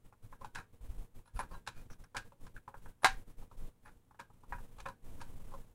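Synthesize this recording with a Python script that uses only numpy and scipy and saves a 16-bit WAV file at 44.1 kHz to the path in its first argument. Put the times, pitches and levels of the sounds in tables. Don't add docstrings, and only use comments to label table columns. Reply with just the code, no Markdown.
import sys
import numpy as np
from scipy import signal
from scipy.fft import rfft, irfft, next_fast_len
from scipy.io import wavfile
from scipy.ndimage import uniform_filter1d, map_coordinates

SR = 44100
rng = np.random.default_rng(int(sys.argv[2]) if len(sys.argv) > 2 else 0)


def generate_wav(sig):
    pcm = np.round(np.clip(np.atleast_2d(sig).T, -1, 1) * 32767).astype(np.int16)
    wavfile.write(sys.argv[1], SR, pcm)


N = 253134

# frequency in Hz, relative density in dB per Hz.
HISS_SPECTRUM = [(20, -3.5), (60, 2), (140, -2.5), (270, -6.5), (400, -11.5), (480, -9.5), (640, -15.5),
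                 (970, -16), (1400, -22), (1900, -24.5), (3800, -28), (4600, -32), (9200, -27.5),
                 (11500, -29.5), (15500, -31)]
# frequency in Hz, level in dB relative to the hum level.
HUM_LINES = [(97, 4), (120, 4.5), (176, -1.5), (240, -2.5), (469, -6)]
OPEN_DB, CLOSING_SLOPE, DEPTH_DB, REACTION_S = -44, 0.6, 15.5, 0.0049

# frequency in Hz, relative density in dB per Hz.
RUMBLE_SPECTRUM = [(3, -23), (9, 5), (18, 3), (30, -8), (50, -16.5), (80, -25), (150, -36), (400, -59),
                   (1500, -110)]
# start in seconds, length in seconds,
# rumble in dB before the layer gain.
GRIP_SHIFTS = [(0.035,0.027,-49), (0.21,0.048,-47.5), (0.288,0.05,-49), (0.387,0.083,-49), (0.525,0.06,-45),
               (0.721,0.024,-48.5), (0.814,0.22,-43.5), (1.136,0.043,-42.5), (1.331,.1,-43.5),
               (1.483,0.083,-42), (1.737,0.095,-43.5), (1.878,0.038,-41.5), (1.981,0.035,-44),
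               (2.145,0.05,-47.5), (2.241,0.026,-44), (2.394,0.08,-42.5), (2.531,0.038,-44.5),
               (2.746,.07,-48.5), (2.824,0.067,-43.5), (3.057,.14,-39.5), (3.262,0.033,-40),
               (3.365,0.058,-39.5), (3.493,0.041,-51.5), (3.562,0.098,-36.5), (3.808,.16,-59.5),
               (4.286,0.24,-63), (4.478,0.17,-43), (4.672,0.17,-51), (4.854,0.042,-47.5), (5.017,0.59,-42),
               (5.619,0.09,-58)]
GRIP_ATTACK_S, GRIP_RELEASE_S, RESTING_DB = 0.033, 0.014, -70.5

# frequency in Hz, time to decay by 60 dB in seconds.
ROOM_DECAY = [(200, 0.68), (900, 0.15), (2000, 0.2), (6000, 0.18), (14000, 0.14)]
# frequency in Hz, relative strength in dB under a touch,
# relative strength in dB under the snap, time to decay by 60 dB in seconds before the damping limit.
CASE_MODES = [(477.7,-18,-19.5,0.042), (550.6,-6,-35,0.14), (770,-19.5,-2,.16), (845.5,-3,-1.5,0.091),
              (954,0,-6,0.12), (1043,3.5,2.5,.08), (1300,-6,-9,0.054), (1387,-5,-6.5,0.1),
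              (1508,-10.5,-10.5,0.19), (1616,-5,-6,0.17), (1680,-5.5,-5.5,0.09), (1855,-19,-15,0.11),
              (2230,-23,-17,0.065), (2463,-10,-14,0.092), (2990,-21,-19.5,.08), (3780,-21.5,-18,0.14),
              (3980,-12.5,-14,0.096), (4610,-19,-14,0.11), (5180,-22,-21.5,0.059), (7050,-21,-19,.08),
              (10500,-29,-19.5,0.068)]
# frequency in Hz, relative density in dB per Hz.
CASE_SPECTRUM = [(100,-18.5), (350,-18), (520,-14), (660,-21), (830,-1.5), (1100,-5), (1650,-2.5),
                 (1950,-17), (2450,-12), (2900,-18.5), (3900,-19), (4800,-21), (10000,-26.5), (15500,-52.5)]
# frequency in Hz, relative density in dB per Hz.
SLOT_SPECTRUM = [(100,-35), (450,-22), (700,-23.5), (810,-3), (1080,0.5), (1250,-6), (1650,-2.5),
                 (2500,-10.5), (2850,-14.5), (3900,-14), (4800,-17), (6700,-18.5), (10400,-25),
                 (15500,-40.5)]

# start in seconds, then the levels of case knock, board clack
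# and sharp edge in dB before the layer gain.
CONTACTS = [(0.125,-57.5,-68.5,-82), (0.325,-49.5,-58.5,-81), (.411,-49,-74,-69), (0.4453,-38.5,-56,-56),
            (0.557,-63,-41,-51), (0.599,-57,-53,-64), (1.391,-32.5,-43.5,-49.5), (1.399,-37.5,-43,-56.5),
            (1.674,-39,-40.5,-41), (1.901,-58.5,-57.5,-67.5), (1.931,-69,-62,-65), (2.0389,-62,-60.5,-71),
            (2.147,-40,-52,-58), (2.1666,-40,-36.5,-38), (2.32,-55,-75,-76), (2.466,-55,-58,-62),
            (2.5643,-82,-46,-66.5), (2.678,-42,-57.5,-69), (2.741,-47,-54,-93), (2.8588,-52,-55.5,-91),
            (3.033,-37,-45,-50.5), (3.4247,-59,-89,-80.5), (3.513,-54,-78.5,-73.5),
            (3.8574,-59.5,-55.5,-71), (3.877,-58,-59,-69), (4.109,-57.5,-71,-83), (4.144,-62,-70,-84),
            (4.1993,-46,-49.5,-54.5), (4.301,-59.5,-83,-88), (4.435,-55,-80,-79), (4.5234,-36.5,-40.5,-63),
            (4.5835,-53,-60,-73), (4.802,-56,-56,-53.5), (4.8599,-37.5,-45.5,-57), (4.885,-40.5,-54,-55),
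            (5.214,-45,-64,-51.5), (5.538,-43,-73,-66)]
REBOUND_S, REBOUND_LOSS_DB = 0.011, (14, 8, 8.5)
RING_DB, MIDDLING_KNOCK_DB, RING_GROWTH = -8, -46, 0.23

# start in seconds, frequency in Hz, length in seconds,
# level in dB before the layer gain.
CAMERA_BUMPS = [(0.221,103.4,0.053,-57), (0.795,45,0.065,-49.5), (0.887,41.6,0.025,-39.5),
                (0.949,32.2,0.08,-41.5), (1.339,30.2,0.042,-35.5), (1.34,76,0.021,-46),
                (2.151,106,0.061,-53.5)]
# start in seconds, length in seconds, then the levels of
# case knock, board clack and sharp edge in dB before the layer gain.
DRAGS = [(0.411,0.036,-57,-71,-77), (0.549,0.0081,-56.5,-53,-51), (0.558,0.036,-51,-52,-60),
         (1.257,0.025,-70,-73,-77), (1.36,0.025,-61,-63,-64), (1.406,0.03,-53.5,-59,-65),
         (1.503,0.029,-57,-69,-72.5), (1.533,0.021,-51.5,-60.5,-67.5), (1.665,0.017,-66,-55,-60),
         (1.749,.07,-83,-71,-72), (2.15,0.016,-48,-50,-66), (3.021,0.012,-60,-63,-72),
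         (3.85,0.046,-64.5,-69.5,-79), (4.1908,0.0056,-54,-57,-63.5), (4.782,0.018,-56.5,-70,-66),
         (4.856,0.017,-49.5,-51,-65), (5.204,0.014,-62,-58,-65), (5.513,0.035,-60.5,-80.5,-81)]
# start in seconds, resonance in Hz, length in seconds,
# level in dB before the layer gain.
RUBS = [(1.248,10000,0.057,-77), (1.341,10000,0.05,-67.5), (1.382,10200,0.039,-53.5),
        (1.896,5760,0.051,-67), (2.039,5600,0.0072,-65), (2.037,9900,0.0095,-69), (3.018,10000,0.038,-59),
        (3.84,10250,0.041,-75), (4.793,2370,0.023,-65), (4.8,3450,0.0086,-64.5), (4.859,2470,0.0077,-54.5),
        (4.853,3660,0.02,-64)]
# start in seconds, then the levels of
# case knock, board clack and sharp edge in dB.
SNAP_BLOWS = [(3.045,-23,-30,-31.5), (3.0469,-32,-35,-31.5), (3.0544,-30.5,-33.5,-38), (3.06,-34,-32,-37),
              (3.069,-34,-38,-42)]

TOP_HZ = 15800


def amp(db):
    return 10 ** (np.asarray(db) / 20)


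def unit(x):
    return x / np.sqrt(np.mean(x ** 2) + 1e-20)


def along(points, hz):
    f, v = np.transpose(points)
    return np.interp(np.log(hz + 1), np.log(f + 1), v)


def wobble(rate):
    knots = rng.standard_normal(int(N * rate / SR) + 4)
    return map_coordinates(knots, [np.arange(N) * rate / SR])


def filtered(x, response):
    size = next_fast_len(len(x) + 4096)
    hz = np.fft.rfftfreq(size, 1 / SR)
    return irfft(rfft(x, size) * response(hz), size)[:len(x)]


def noise(spectrum, size):
    white = rng.standard_normal(size)
    return unit(filtered(white, lambda hz: amp(along(spectrum, hz))))


def add(track, s, sound):
    start = max(round(s * SR), 0)
    track[start:start + len(sound)] += sound[:N - start]


def background(hiss_db=-58, hum_db=-69, waver=0.27, lumpy_db=3, lumpy_hz=400):
    t = np.arange(N) / SR
    hum = np.zeros(N)
    for hz, db in HUM_LINES:
        phase = 2 * np.pi * hz * t + waver * wobble(41)
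        hum += amp(db) * np.sqrt(2) * np.sin(phase)
    hiss = noise(HISS_SPECTRUM, size=N)
    low = filtered(hiss, lambda hz: 1 / (1 + (hz / lumpy_hz) ** 2))
    lumpy_low = low * amp(lumpy_db * wobble(60))
    return amp(hiss_db) * (hiss - low + lumpy_low) + amp(hum_db) * hum


def suppressor(sound):
    keep = np.exp(-1 / (REACTION_S * SR))
    power = signal.lfilter([1 - keep], [1, -keep], sound ** 2)
    level_db = 10 * np.log10(power + 1e-20)
    return amp(np.clip(CLOSING_SLOPE * (level_db - OPEN_DB), -DEPTH_DB, 0))


def pressure():
    t = np.arange(N) / SR
    total = np.full(N, amp(RESTING_DB))
    for s, length, db in GRIP_SHIFTS:
        build_up = np.clip((t - s) / GRIP_ATTACK_S, 0, 1)
        relaxing = np.exp(-np.maximum(t - s - length, 0) / GRIP_RELEASE_S)
        total += amp(db) * build_up * relaxing
    return total


def handling(gain_db=-2.0, evenness=0.96):
    waves = noise(RUMBLE_SPECTRUM, size=N)
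    size = uniform_filter1d(np.abs(signal.hilbert(waves)), size=SR // 20)
    even_waves = unit(waves / size ** evenness)
    return amp(gain_db) * pressure() * even_waves


def room(spectrum, onset=0.006):
    t = np.arange(SR // 3) / SR
    bins, frames, z = signal.stft(noise(spectrum, size=len(t)), SR, nperseg=256)
    decay = amp(-60 * frames / along(ROOM_DECAY, bins)[:, None])
    tail = signal.istft(z * decay, SR)[1][:len(t)]
    return tail * (1 - np.exp(-t / onset))


def ringing(column, detune, scatter_db):
    t = np.arange(SR // 3) / SR
    modes = np.transpose(CASE_MODES)[:, :, None]
    hz = modes[0] * (1 + detune * rng.standard_normal(modes[0].shape))
    strength_db = modes[column] + scatter_db * rng.standard_normal(hz.shape)
    t60 = np.minimum(modes[-1], .18)
    cycles = hz * t + rng.random(hz.shape)
    return np.sum(amp(strength_db - 60 * t / t60) * np.sin(2 * np.pi * cycles), axis=0)


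def touch(ring_db, blow_t60=0.04, modes_db=-9, room_db=-11):
    t = np.arange(SR // 3) / SR
    rise = 1 - np.exp(-t / .0007)
    blow = noise(CASE_SPECTRUM, size=len(t)) * amp(-60 * t / blow_t60)
    modes = amp(modes_db) * ringing(column=1, detune=.008, scatter_db=6.5)
    after = modes + amp(room_db) * room(CASE_SPECTRUM)
    return (blow + amp(ring_db) * after) * rise


def voiced(sound, levels_db, length, lead, knock_hz=1100, clack_low_hz=1550, clack_high_hz=1850, edge_hz=3000):
    knock = lambda hz: along([(knock_hz, 1), (clack_low_hz, 0)], hz)
    edge = lambda hz: along([(clack_high_hz, 0), (edge_hz, 1)], hz)
    clack = lambda hz: 1 - knock(hz) - edge(hz)
    start = round(lead * SR)
    stop = start + round(length * SR)
    padded = np.pad(sound, (start, 0))
    total = np.zeros(len(padded))
    for db, band in zip(levels_db, (knock, clack, edge)):
        part = filtered(padded, band)
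        total += amp(db) * part / np.std(part[start:stop])
    return total


def clicks(gain_db=-4.0):
    track, lead, length = np.zeros(N), .002, .008
    for s, *levels_db in CONTACTS:
        ring_db = RING_DB + RING_GROWTH * (levels_db[0] - MIDDLING_KNOCK_DB)
        rebound_db = np.subtract(levels_db, REBOUND_LOSS_DB)
        add(track, s - lead, voiced(touch(ring_db), levels_db, length, lead))
        add(track, s + REBOUND_S - lead, voiced(touch(ring_db), rebound_db, length, lead))
    return amp(gain_db) * track


def bumps(gain_db=-1):
    track = np.zeros(N)
    for s, hz, length, db in CAMERA_BUMPS:
        t = np.arange(round(length * SR)) / SR
        swing = np.sin(2 * np.pi * hz * t) * np.hanning(len(t))
        add(track, s, amp(db) * unit(swing))
    return amp(gain_db) * track


def scrapes(gain_db=-1, ring_db=-5):
    track, lead = np.zeros(N), .002
    slip_rate, slip_spread_db = 260, 5
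    for s, length, *levels_db in DRAGS:
        gaps = rng.uniform(.3, 1.7, size=80)
        sizes_db = slip_spread_db * rng.standard_normal(size=80)
        times = (np.cumsum(gaps) - gaps[0]) / slip_rate
        within = times < length
        slips = np.bincount((times[within] * SR).astype(int), amp(sizes_db[within]))
        drag = signal.fftconvolve(slips, touch(ring_db, blow_t60=0.028))
        add(track, s - lead, voiced(drag, levels_db, length, lead))
    return amp(gain_db) * track


def squeaks(gain_db=-2):
    track, width = np.zeros(N), .055
    for s, pitch_hz, length, db in RUBS:
        resonance = lambda hz: 1 / (1 + ((hz / pitch_hz - 1) / width) ** 2)
        rub = filtered(rng.standard_normal(SR // 8), resonance)
        swell = np.sqrt(np.hanning(round(length * SR)))
        add(track, s, amp(db) * unit(rub[:len(swell)] * swell))
    return amp(gain_db) * track


def snap(blow_t60=0.015, modes_db=-22.5, room_db=-26):
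    track, lead, length = np.zeros(N), .002, .008
    t = np.arange(SR // 3) / SR
    rise = 1 - np.exp(-t / .0004)
    for s, *levels_db in SNAP_BLOWS:
        blow = noise(SLOT_SPECTRUM, size=len(t)) * amp(-60 * t / blow_t60) * rise
        add(track, s - lead, voiced(blow, levels_db, length, lead))
    modes = amp(modes_db) * ringing(column=2, detune=0, scatter_db=4.5)
    after = modes + amp(room_db) * room(SLOT_SPECTRUM)
    radiation = signal.butter(3, 600, "highpass", fs=SR, output="sos")
    add(track, SNAP_BLOWS[0][0], signal.sosfilt(radiation, after * rise))
    return track


def scene():
    close = handling() + clicks() + bumps() + scrapes() + squeaks() + snap()
    return (close + suppressor(close) * background())[None]


def record(dry):
    return np.array([filtered(channel, lambda hz: hz < TOP_HZ) for channel in dry])


dry = scene()
out = record(dry)
generate_wav(out)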